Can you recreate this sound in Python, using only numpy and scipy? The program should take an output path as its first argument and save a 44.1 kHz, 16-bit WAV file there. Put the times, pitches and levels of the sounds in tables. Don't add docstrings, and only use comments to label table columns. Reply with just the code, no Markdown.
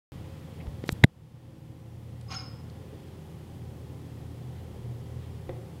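import sys
import numpy as np
from scipy import signal
from scipy.fft import rfft, irfft, next_fast_len
from scipy.io import wavfile
from scipy.ndimage import uniform_filter1d, minimum_filter1d, map_coordinates

SR = 44100
rng = np.random.default_rng(int(sys.argv[2]) if len(sys.argv) > 2 else 0)


def master_out(mix):
    frames = np.transpose(np.atleast_2d(mix))
    ceiling = np.clip(frames, -1, 1)
    pcm = np.round(ceiling * 32767).astype(np.int16)
    wavfile.write(sys.argv[1], SR, pcm)


N = 255780

# (t/s, level change/dB, half-width/s)
HUM_SWELLS = [(0.26, -30, .26), (2.35, 4, 0.39), (3.05, -20, 0.25), (4.397, 4.5, 0.13), (4.884, 7, 0.096)]
# (f/Hz, relative level/dB)
AIR_RUMBLE = [(20, -22), (36, -17.5), (47, -7), (72, -9.5), (100, 4.5), (128, 4), (155, 6), (185, -3.5),
              (225, -6.5), (280, -12), (360, -34.5)]
AIR_RUSH = [(190, -42), (280, 1), (390, -5.5), (470, -5), (530, -3.5), (610, -12), (720, -9.5), (830, -9),
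            (1000, -18), (1400, -48.5)]
AIR_HISS = [(700, -30.5), (1000, 4), (1250, 0.5), (1600, -3), (1930, -0.5), (2250, -3.5), (2800, -4),
            (3250, -2), (3800, -7), (5000, -10), (8000, -27)]
# (f/Hz, level at basin/dB, level at toilet/dB)
STANDING_WAVES = [(47, -11.5, -13), (158.2, -5, -4.5), (204.8, -5, -7), (231.8, -4, -8.5),
                  (282, -11.5, -11), (319, -8, -10.5), (355, -19, -12), (392, -22, -8), (425, -16, -10.5),
                  (477.4, -12.5, -18), (529, -12, -16)]
# (f/Hz, relative level/dB)
MIC_HISS = [(2500, -17), (5000, -1.5), (7000, -0.5), (10000, -1), (15500, -4.5)]
# (t/s, level/dB, half-width/s, low f/Hz, high f/Hz)
RUSTLES = [(0.609, -55.5, 0.011, 1900, 2600), (0.638, -52, 0.07, 250, 804), (2.85, -56, 0.16, 420, 513),
           (2.935, -51, .05, 281, 456), (4.582, -65, 0.038, 1500, 4020), (4.75, -56.5, 0.25, 344, 495),
           (5.24, -65, 0.044, 1800, 3650)]
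# (t/s, snap level/dB, buzz level/dB)
SHELL_CLICKS = [(0.6702, -33, -63), (0.8394, -28, -43), (0.8915, -12.5, -55), (0.892, -5, -40.5),
                (1.0375, -1.5, 5.5)]
# (f/Hz, relative level/dB)
SHELL_MODES = [(430, -9.5), (680, -10), (830, -8), (1650, -9), (2030, -1), (2560, -13), (3380, -15),
               (3800, -11.5), (4640, -24)]
# (t/s, level/dB, f/Hz, half-width/cycles)
THUMPS = [(0.6834, -26, 69.5, 0.67), (0.8405, -21, 288, 0.32), (0.8922, -21, 220, 0.4),
          (0.9288, -19.5, 111, 0.37), (1.0445, 5, 120.6, .8), (1.045, 10, 215, 0.54)]
# (f/Hz, relative level/dB)
SKIN_COLOUR = [(750, 12.5), (1200, 7.5), (2000, 13), (4200, 6), (5500, -2.5), (6500, -3.5), (7700, 0.5),
               (9500, -6), (12300, -1.5), (15500, -16.5)]
# (t/s, level/dB, rise/s, fall/s, low cut f/Hz)
SCUFFS = [(0.863, -57, .005, 0.0096, 4000), (0.882, -47.5, 0.0046, 0.0061, 3840),
          (0.909, -58, 0.021, 0.013, 6480), (.926, -41, 0.0063, .003, 6400),
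          (1.041, -14.5, 0.0022, 0.0045, 1002)]
# (t/s, level/dB, f/Hz)
DRIPS = [(2.2105, -52, 9200), (2.212, -48, 4000), (2.6985, -48, 4430)]
# (f/Hz, t60/s)
TILE_DECAY = [(150, 0.66), (1000, 0.86), (3000, .58), (5200, 0.5), (7000, 0.32), (14000, 0.28)]
# (t/s, f/Hz, level/dB, half-width/s)
WHISTLES = [(2.289, 5110, -50, .005), (2.313, 1098, -45, .02), (2.319, 5100, -40.5, .009),
            (2.322, 6500, -52, 0.023), (2.326, 761, -48.5, 0.015), (2.349, 6530, -41, 0.0056),
            (2.353, 1400, -41.5, 0.0048), (2.37, 5180, -34, .011), (2.396, 5050, -41, 0.013)]
# (f/Hz, relative level/dB)
SPRAY_COLOUR = [(450, -24), (750, -0.5), (950, 1.5), (1400, 1), (1800, -2.5), (3200, -1), (4400, -1.5),
                (5700, -0.5), (7500, -17.5), (11000, -23), (15000, -33)]
# (f/Hz, width/Hz, boost/dB)
SPOUT_PEAKS = [(772, 49, 13), (1303, 110, 6.5), (1516, 65, 9.5), (2170, 120, 8.5), (2450, 110, 6.5),
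               (2830, 130, 7.5), (3530, 130, 1), (4330, 200, 3)]
# (t/s, level/dB)
KNOCKS = [(5.4914, -39), (5.4935, -28.5)]
# (f/Hz, relative level/dB, t60/s)
KNOCK_MODES = [(150, -7.5, 0.15), (307, -7.5, 0.083), (371, -1, 0.064), (516, -1.5, 0.07),
               (716, -6.5, 0.046), (1050, -11, 0.013), (1620, -15.5, 0.022), (1930, -5.5, 0.01),
               (2310, -16, 0.007), (2990, -22, 0.014), (3470, -18.5, 0.02)]

TIME = np.arange(N) / SR


def amp(db):
    return 10 ** (np.asarray(db) / 20)


def unit(x):
    return x / np.sqrt(np.mean(x ** 2) + 1e-20)


def along(points, hz):
    freqs, values = np.transpose(points)
    return np.interp(np.log(hz + 1), np.log(freqs + 1), values)


def swell(t, half_width):
    return np.exp(-(t / half_width) ** 2)


def fade(t, t60):
    return np.exp(-np.log(1000) * t / t60)


def wobble(rate):
    knots = rng.standard_normal(int(N * rate / SR) + 4)
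    return map_coordinates(knots, [np.arange(N) * rate / SR])


def filtered(x, response):
    size = next_fast_len(N + SR // 2)
    hz = np.fft.rfftfreq(size, 1 / SR)
    return irfft(rfft(x, size) * response(hz), size)[:N]


def noise(colour):
    low_hz, high_hz = colour[0][0], colour[-1][0]
    rolloff = lambda hz: np.minimum(hz / low_hz, 1) ** 2 / np.maximum(hz / high_hz, 1) ** 4
    return unit(filtered(rng.standard_normal(N), lambda hz: amp(along(colour, hz)) * rolloff(hz)))


def tone(hz):
    return np.sqrt(2) * np.sin(2 * np.pi * (np.cumsum(hz) / SR + rng.random()))


def add(track, start_s, sound):
    part = track[round(start_s * SR):][:len(sound)]
    part += sound[:len(part)]


def room(x, wet_db):
    hz, t, spectrum = signal.stft(rng.standard_normal(SR), SR, nperseg=256)
    decay = fade(t, along(TILE_DECAY, hz)[:, None])
    tail = signal.istft(spectrum * decay, SR, nperseg=256)[1]
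    tail = np.pad(tail, (SR // 200, 0))
    return x + amp(wet_db) * signal.fftconvolve(x, tail / np.linalg.norm(tail))[:N]


def fan(drone_hz=82.5, hum_hz=119):
    swells_db = sum(db * swell(TIME - s, half_width) for s, db, half_width in HUM_SWELLS)
    drone = amp(-48.5 + 2.6 * wobble(9)) * tone(drone_hz + 2.06 * wobble(11))
    hum = amp(-46 + swells_db + 1.6 * wobble(9)) * tone(hum_hz + 2.01 * wobble(8.7))
    return drone + hum


def standing_waves(midway_s=2.72, walk_s=0.31):
    out = np.zeros(N)
    walked = np.clip((TIME - midway_s) / walk_s + .5, 0, 1)
    for hz, basin_db, toilet_db in STANDING_WAVES:
        level_db = basin_db + walked * (toilet_db - basin_db) + 3.3 * wobble(3)
        out += amp(level_db) * tone(hz * (1 + .013 * wobble(25)))
    return out


def moving_air():
    rumble = amp(-45) * noise(AIR_RUMBLE)
    rush = amp(-54) * (standing_waves() + noise(AIR_RUSH))
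    hiss_db = -62 + 2.8 * swell(TIME, half_width=1) + 0.56 * wobble(4)
    return rumble + rush + amp(hiss_db) * noise(AIR_HISS)


def mic_hiss():
    return amp(-67) * noise(MIC_HISS)


def rustles():
    out = np.zeros(N)
    for s, db, half_width, low_hz, high_hz in RUSTLES:
        band = lambda hz: np.minimum(hz / low_hz, 1) ** 6 / np.maximum(hz / high_hz, 1) ** 6
        rub = unit(filtered(rng.standard_normal(N), band))
        out += amp(db) * swell(TIME - s, half_width) * rub
    return out


def shell_clicks(snap_s=.00022):
    out, t = np.zeros(N), np.arange(SR // 10) / SR
    pulse = (t / snap_s - 1) * np.exp(-t / snap_s)
    snap = signal.lfilter(*signal.butter(4, 5600, fs=SR), pulse)
    partials = sum(amp(db) * np.sin(2 * np.pi * hz * t) for hz, db in SHELL_MODES)
    buzz = partials * swell(t - .0027, half_width=0.0016)
    for s, snap_db, buzz_db in SHELL_CLICKS:
        add(out, s, amp(snap_db) * snap + amp(buzz_db) * buzz)
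    return out


def finger_thumps():
    out, t = np.zeros(N), np.arange(SR // 10) / SR
    lead_s = t[-1] / 2
    for s, db, hz, half_width in THUMPS:
        cycles = hz * (t - lead_s)
        add(out, s - lead_s, amp(db) * np.sin(2 * np.pi * cycles) * swell(cycles, half_width))
    return out


def skin_scuffs():
    out = np.zeros(N)
    skin = amp(wobble(600)) * noise(SKIN_COLOUR)
    for s, db, rise, fall, low_hz in SCUFFS:
        rub = signal.lfilter(*signal.butter(3, low_hz, "high", fs=SR), skin)
        envelope = swell(TIME - s, np.where(TIME < s, rise, fall))
        out += amp(db) * envelope * unit(rub)
    return out


def drips(half_band_hz=1100):
    out, t = np.zeros(N), np.arange(SR // 20) / SR
    for s, db, hz in DRIPS:
        band = signal.butter(2, [hz - half_band_hz, hz + half_band_hz], "band", fs=SR)
        splash = signal.lfilter(*band, rng.standard_normal(len(t)))
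        add(out, s, amp(db) * unit(splash) * fade(t, t60=0.016))
    return room(out, wet_db=-9)


def valve_whistles(flutter_hz=52.1, octave_db=-30):
    out = np.zeros(N)
    for s, hz, db, half_width in WHISTLES:
        pitch = hz + flutter_hz * wobble(350)
        whistle = tone(pitch) + amp(octave_db) * tone(2 * pitch)
        out += amp(db) * swell(TIME - s, half_width) * whistle
    return room(out, wet_db=-5)


def tap_spray(open_s=2.312, hold_s=0.036, peak_db=-39):
    t = TIME - open_s
    attack_db = 850 * np.minimum(t, 0)
    build_db = 108 * (np.clip(t, 0, hold_s) - hold_s)
    release_db = -900 * np.maximum(t - hold_s, 0)
    level_db = peak_db + attack_db + build_db + release_db + 1.5 * wobble(400)
    spout = lambda f: amp(sum(db / (1 + ((f - hz) / (width / 2)) ** 2) for hz, width, db in SPOUT_PEAKS))
    spray = unit(filtered(noise(SPRAY_COLOUR), spout))
    return room(amp(level_db) * spray, wet_db=-5.5)


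def knocks(contact_s=0.00024):
    out, t = np.zeros(N), np.arange(SR // 5) / SR
    attack = 1 - np.exp(-t / contact_s)
    ring = sum(amp(db) * fade(t, t60) * np.sin(2 * np.pi * hz * t) for hz, db, t60 in KNOCK_MODES)
    for s, db in KNOCKS:
        add(out, s, amp(db) * attack * ring)
    return room(out, wet_db=-7.5)


def scene():
    bed = fan() + moving_air() + mic_hiss()
    handling = shell_clicks() + finger_thumps() + skin_scuffs()
    water = drips() + valve_whistles() + tap_spray()
    return (bed + rustles() + handling + water + knocks())[None]


def gain_control(x, ceiling_db, release_s):
    over_db = 20 * np.log10(np.maximum(np.abs(x) / amp(ceiling_db), 1))
    ahead_db = -minimum_filter1d(-over_db, size=441)
    recovery = np.exp(-TIME / release_s)
    duck_db = np.maximum.accumulate(ahead_db / recovery) * recovery
    return x * amp(-uniform_filter1d(duck_db, size=100))


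def record(dry):
    start_s, clip_level, top_hz = .12, .72, 15800
    gated = dry[0] * (TIME > start_s)
    ducked = gain_control(gated, ceiling_db=0.54, release_s=0.8)
    rounded = ducked / (1 + np.abs(ducked / clip_level) ** 6) ** (1 / 6)
    return filtered(rounded, lambda hz: hz < top_hz)[None]


dry = scene()
out = record(dry)
master_out(out)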